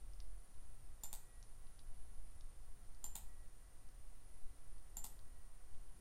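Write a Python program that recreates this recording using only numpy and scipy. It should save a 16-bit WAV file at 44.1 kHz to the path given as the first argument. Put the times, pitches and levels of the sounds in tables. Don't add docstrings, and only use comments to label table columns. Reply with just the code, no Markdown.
import sys
import numpy as np
from scipy import signal
from scipy.fft import rfft, irfft
from scipy.io import wavfile
from scipy.ndimage import uniform_filter1d

SR = 44100
rng = np.random.default_rng(int(sys.argv[2]) if len(sys.argv) > 2 else 0)


def transcribe(u):
    v = np.clip(np.atleast_2d(u).T, -1, 1)
    q = np.round(v * 32767).astype(np.int16)
    wavfile.write(sys.argv[1], SR, q)


def volts_from_db(level):
    exponent = np.asarray(level, float) / 20
    return 10 ** exponent


N = 264688


def evened(x):
    return x / np.sqrt(np.mean(x ** 2) + 1e-20)


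def read(points, hz):
    f, value = np.transpose(points)
    return np.interp(np.log(hz + .1), np.log(f + .1), value)


def curve(rows, column):
    rows = np.array(rows)
    return np.interp(np.arange(N) / SR, rows[:, 0], rows[:, column])


def add(mix, s, sound):
    part = mix[round(s * SR):][:len(sound)]
    part += sound[:len(part)]


def coloured(spectrum_db):
    white = rfft(rng.standard_normal(N))
    return evened(irfft(white * volts_from_db(spectrum_db(np.fft.rfftfreq(N, 1 / SR))), N))


def resonate(x, hz, width):
    turn = np.exp(2j * np.pi * hz * np.arange(len(x)) / SR)
    r = np.exp(-np.pi * width / SR)
    return 2 * (turn * signal.lfilter([1 - r], [1, -r], x / turn)).real


def ring(modes, rise):
    t = np.arange(SR // 4) / SR
    dying = sum(volts_from_db(db - 60 * t / t60) * np.sin(2 * np.pi * hz * t) for hz, db, t60 in modes)
    return (1 - np.exp(-t / rise)) * dying


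def causal(gain_db):
    gain = np.log(volts_from_db(gain_db))
    phase = signal.hilbert(np.r_[gain, gain[-2:0:-1]]).imag[:len(gain)]
    return irfft(np.exp(gain - 1j * phase))


# (time [s], blow [dB], how freely the metal dome rings [0-1])
IMPACTS = [(1.0351, -33.5, 0.2), (1.0368, -34, 0.94), (1.0385, -52, 0.3), (1.1292, -30, 0),
           (1.131, -43, 0.06), (1.1312, -49, 0.1), (3.0407, -51, .1), (3.0419, -33.5, 1),
           (3.0433, -36.5, 0.02), (3.1556, -31.5, 0), (3.156, -39, 0), (3.1556, -45.5, 0), (3.1586, -45, 0),
           (4.9693, -32, 0.85), (4.97, -45, 0), (5.0429, -38, 0.01), (5.0441, -32.5, 0.01),
           (5.0453, -48, 0), (5.0467, -47, 0.02)]
# (frequency [Hz], level [dB per Hz])
SHELL_COLOUR = [(1000, -24), (2200, -20), (3400, -12), (4400, -12), (5500, -16), (6800, -8), (7700, -3),
                (8700, -2.5), (9600, -7), (10800, -19), (11700, -11), (13200, -7), (14200, -11),
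                (15200, -10), (16500, -18)]
# (frequency [Hz], change [dB])
FINGER_COLOUR = [(1000, 7.5), (3000, 0.5), (5500, 4), (8000, -1), (12000, 9.5), (13200, -2.5), (14300, -4),
                 (16500, -11)]


def shell():
    out, hz = np.zeros(N), np.fft.rfftfreq(512, 1 / SR)
    for (s, blow_db, free), chance in zip(IMPACTS, rng.random((len(IMPACTS), 24))):
        lag = np.interp(hz, np.linspace(0, SR / 2, 24), .0016 * chance ** 2)
        spread = np.exp(-2j * np.pi * np.cumsum(lag) * hz[1])
        colour_db = read(SHELL_COLOUR, hz) + (free > 0) * read(FINGER_COLOUR, hz)
        crack = irfft(spread * rfft(causal(colour_db)))
        add(out, s, volts_from_db(blow_db + 7) * (1 - .5 * free) * crack / np.linalg.norm(crack))
    return out


# (frequency [Hz], level [dB], time to fall 60 dB [s])
DOME_NOTES = [(7190, -6, .18), (7245, -1.5, .18), (7322, -6, .2), (7235, 2.5, .035), (11450, -13, .06),
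              (11650, -11, .08), (11935, -7, .11), (12180, -12, .09), (12450, -12, .07), (12700, -12, .08),
              (7650, -13, .07), (8100, -6, .012), (9400, -14, .06), (12920, -12, .07), (13150, -14, .04)]
RELEASES = [1.1295, 3.1525, 5.041]
# (time [s], swell [s], frequency [Hz], level [dB])
PEELS = [
    (3.1526, 0.0021, 7260, -39),
    (5.0405, 0.00095, 7540, -36.5),
]


def dome():
    blows, t = np.zeros(N), np.arange(N) / SR
    for s, blow_db, free in IMPACTS:
        blows[round(s * SR)] = volts_from_db(blow_db) * free
    stopped = sum((t > s) & (t < s + .5) for s in RELEASES)
    held = uniform_filter1d(1. - stopped, size=80)
    out = volts_from_db(-15) * held * signal.oaconvolve(blows, ring(DOME_NOTES, rise=0.000067))[:N]
    for s, swell, squeal_hz, squeal_db in PEELS:
        u = np.arange(0, 4.5 * swell, 1 / SR)
        shape = np.where(u < swell, u / swell, np.exp(-(u - swell) / .0004))
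        add(out, s, volts_from_db(squeal_db) * shape * np.sin(2 * np.pi * squeal_hz * u))
    return out


# (frequency [Hz], level [dB], time to fall 60 dB [s])
BODY_NOTES = [(189, 1, 0.046), (290, -17, 0.023), (505, -6, 0.03), (760, -1.5, 0.019), (847, 5.5, 0.018),
              (895, -8.5, 0.026), (1376, -9, 0.03), (3380, 3.5, 0.0076)]
# (time [s], level [dB])
FINGER_PUSHES = [
    (1.036, -57.5),
    (1.1297, -57.5),
    (3.042, -57.5),
    (3.1561, -57),
    (4.969, -58),
    (5.043, -55),
]


def body():
    pushed = np.zeros(N)
    for s, push_db in FINGER_PUSHES:
        pushed[round(s * SR)] = volts_from_db(push_db)
    return signal.oaconvolve(pushed, ring(BODY_NOTES, rise=0.00046))[:N]


# (time [s], peak [dB], frequency [Hz], length [s])
PLASTIC_TICKS = [(.1355, -57, 4400, .001), (0.203, -45.5, 4800, .00012), (0.2046, -54, 5000, 0.00084),
                 (0.545, -60, 4000, 0.00054), (1.428, -48.5, 5440, 0.0004), (1.438, -64, 5000, .0006),
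                 (1.67, -58.5, 3720, 0.0011), (1.791, -58, 4400, .0008), (1.794, -52, 4000, 0.00071),
                 (2.41, -54, 4680, 0.00131), (2.948, -59, 4500, 0.00027), (3.8897, -59, 4500, 0.00033),
                 (4.782, -66, 4500, 0.0025), (5.192, -55, 4470, 0.00043), (5.746, -60.5, 3500, 0.00026)]


def ticks():
    out, grit = np.zeros(N), rng.standard_normal((len(PLASTIC_TICKS), 400))
    t = np.arange(400) / SR
    for (s, peak_db, hz, length), noise in zip(PLASTIC_TICKS, grit):
        puff = noise * (t / length * np.exp(1 - t / length)) ** 2
        puff[round(length * SR)] = 3
        resonance = resonate(resonate(puff, hz, width=2600), hz, width=2600)
        edge = np.diff(puff, prepend=0)
        tick = evened(resonance) + .16 * evened(edge)
        add(out, s - length, volts_from_db(peak_db) * tick / abs(tick).max())
    return out


# (delay [s], level [dB])
EARLY_ECHOES = [(.0084, -5), (.0138, -14), (.0212, -9), (.029, -14)]
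# (frequency [Hz], time to fall 60 dB [s])
ROOM_DECAY = [(300, 0.53), (1000, 0.48), (3500, 0.32), (9000, 0.34), (14000, 0.33), (16000, 0.12)]


def room(x, tail_db):
    taps = np.zeros(SR // 2)
    at = np.arange(150, len(taps) - 20, 20)
    taps[at + rng.integers(0, 20, len(at))] = rng.choice([-1., 1.], len(at))
    hz, t, z = signal.stft(taps, SR, nperseg=128)
    tail = signal.istft(z * volts_from_db(-60 * t / read(ROOM_DECAY, hz)[:, None]), SR, nperseg=128)[1]
    tail *= 1 - np.exp(-(np.arange(len(tail)) / SR / 0.0018) ** 2)
    tail *= volts_from_db(tail_db) / np.linalg.norm(tail)
    for (delay, echo_db), lag in zip(EARLY_ECHOES, rng.integers(12, 40, (len(EARLY_ECHOES), 2))):
        scattered = round(delay * SR) + np.r_[0, -lag[0], lag[1]]
        tail[scattered] += volts_from_db(echo_db) * np.array([.85, .35, -.45])
    return signal.fftconvolve(x, tail)[:N]


# (start [s], length [s], swell [dB])
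HIGH_SPELLS = [(.2, .55, 7), (1.237, 0.31, 8), (1.62, .79, 7.5), (2.64, .12, 6), (3.096, 0.34, 4.5),
               (4.184, 0.29, 7.5), (4.58, 0.23, 7.5), (4.954, .3, 4.5), (5.85, .2, 6.5)]


def airflow():
    t, shift_s = np.arange(N) / SR, 0.046
    start, length, swell_db = np.transpose(HIGH_SPELLS)[:, :, None]
    shifted = .5 * (np.tanh((t - start) / shift_s) - np.tanh((t - start - length) / shift_s))
    return (swell_db * shifted).sum(0), shifted.sum(0)


# (frequency [Hz], width [Hz], level [dB])
FAN_HUMS = [(112.9, 9, -77), (714.5, 35, -87), (1113, 12, -91), (1353, 54, -91.5)]
# (frequency [Hz], width [Hz], level [dB])
CASE_NOTES = [(8945, 14, 8), (9125, 16, 3), (9300, 16, 3), (9410, 20, 4), (9615, 20, 6), (9800, 50, 0)]


def fan():
    t = np.arange(N) / SR
    hunt = np.cos(2 * np.pi * (t - .3) / 1.995)
    blade_hz = 1968 + 42 * hunt + 2.5 * evened(uniform_filter1d(rng.standard_normal(N), 3000))
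    waver_db = 3 * evened(uniform_filter1d(rng.standard_normal(N), 3000))
    tone_db = -88.5 - 3.5 * np.roll(hunt, 5000) + 5 * (np.roll(hunt, 1500) ** 2 - .5) + waver_db
    tone = volts_from_db(tone_db) * np.sin(2 * np.pi * np.cumsum(blade_hz) / SR)

    swell_db, shifted = airflow()
    low = coloured(lambda hz: np.maximum(-6 * ((hz - 9150) / 560) ** 4, -80))
    high = coloured(lambda hz: np.maximum(-6 * ((hz - 9880) / 300) ** 2, -80))
    whine = volts_from_db(-77 - 1.5 * shifted) * low + volts_from_db(-83.5 + swell_db) * high
    case = sum(volts_from_db(db) * resonate(whine, hz, width) for hz, width, db in CASE_NOTES)

    hums = sum(volts_from_db(db) * evened(resonate(rng.standard_normal(N), hz, width)) for hz, width, db in FAN_HUMS)
    return tone + hums + volts_from_db(-1) * (whine + .6 * case)


# (frequency [Hz], level [dB per Hz])
HISS_COLOUR = [(35, -35), (60, 0.9), (118, -7.5), (202, -12.5), (355, -14.5), (1060, -19.5), (1820, -23.5),
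               (2200, -26), (3590, -28), (8500, -27.5), (11000, -27.5), (12500, -32), (15600, -30.5),
               (16200, -37)]
# (frequency [Hz], level [dB per Hz])
RUMBLE_COLOUR = [(.5, -6), (1.4, 9), (3, 1), (12, -5), (22, -11), (40, -19), (90, -31), (130, -60)]
# (time [s], level [dB])
DRAUGHT_LEVEL = [(0, -45), (1, -46.5), (2.5, -43.5), (3.7, -44.5), (4.8, -46), (6, -44.5)]


def air():
    hiss = volts_from_db(-70) * coloured(lambda hz: read(HISS_COLOUR, hz))
    low = resonate(hiss, 0, width=300) / 2
    flutter_db = 2.1 * coloured(lambda hz: -10 * np.log10(hz + 1.5) - 30 * np.log10(1 + (hz / 9) ** 2))
    rumble = volts_from_db(curve(DRAUGHT_LEVEL, 1)) * coloured(lambda hz: read(RUMBLE_COLOUR, hz) - 60 * (hz > 95))
    t = np.arange(N) / SR
    rumble = rumble * np.clip(np.minimum(t, t[-1] - t) / .03, 0, 1)
    thrum_hz, rise_s, end_s, fade_db_per_s = 41.1, 0.027, .38, 300
    thrum = np.minimum(t / rise_s, 1) * np.sin(2 * np.pi * thrum_hz * t)
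    thrum = thrum * volts_from_db(-50 - fade_db_per_s * np.maximum(t - end_s, 0))
    return hiss - low + volts_from_db(flutter_db) * (low + rumble) + thrum


# (frequency [Hz], margin [dB])
SILENT_BELOW = [(10600, -5), (11000, -2), (11500, -4.5), (13000, -5), (14000, -4.5), (15500, -1.5)]


def thin_treble(x, follow):
    hz, t, z = signal.stft(x, SR, nperseg=1024)
    centre = hz[4:512:8]
    power = (abs(z[:512]) ** 2).reshape(64, 8, -1).mean(1)
    band_db = 10 * np.log10(uniform_filter1d(power, size=3) + 1e-20)
    loud_db = band_db[18:36].max(0)
    excess_db = np.maximum(loud_db - np.median(loud_db), 0)
    lift_db = np.outer(np.where(centre > 13400, follow, .15), excess_db)
    usual_db = np.median(band_db, axis=1)
    edge_db = (usual_db + read(SILENT_BELOW, centre) + 1.7)[:, None] + lift_db
    attack = np.diff(loud_db, prepend=0) > 8
    attack |= np.roll(attack, 1)
    empty = (band_db < edge_db) & (centre > 10600)[:, None] & ~attack
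    z[:512] *= np.repeat(np.where(empty, .05, 1), 8, axis=0)
    return signal.istft(z, SR, nperseg=1024)[1][:N]


def scene():
    crack, metal, thump, creaks = shell(), dome(), body(), ticks()
    far = crack + volts_from_db(-9) * metal + volts_from_db(-1.5) * thump + volts_from_db(-10) * creaks
    near = crack + metal + thump + creaks
    return (near + room(far, tail_db=-2.5) + fan() + air())[None]


def top_cut(x):
    return signal.sosfilt(signal.butter(12, 16160, fs=SR, output="sos"), x)


def record(dry):
    thinned = thin_treble(dry[0], follow=.6)[None]
    low_pass = signal.firwin(511, 16000, window=("kaiser", 9), fs=SR)
    limited = signal.oaconvolve(thinned, low_pass[None], "same")
    return top_cut(limited)


dry = scene()
out = record(dry)
transcribe(out)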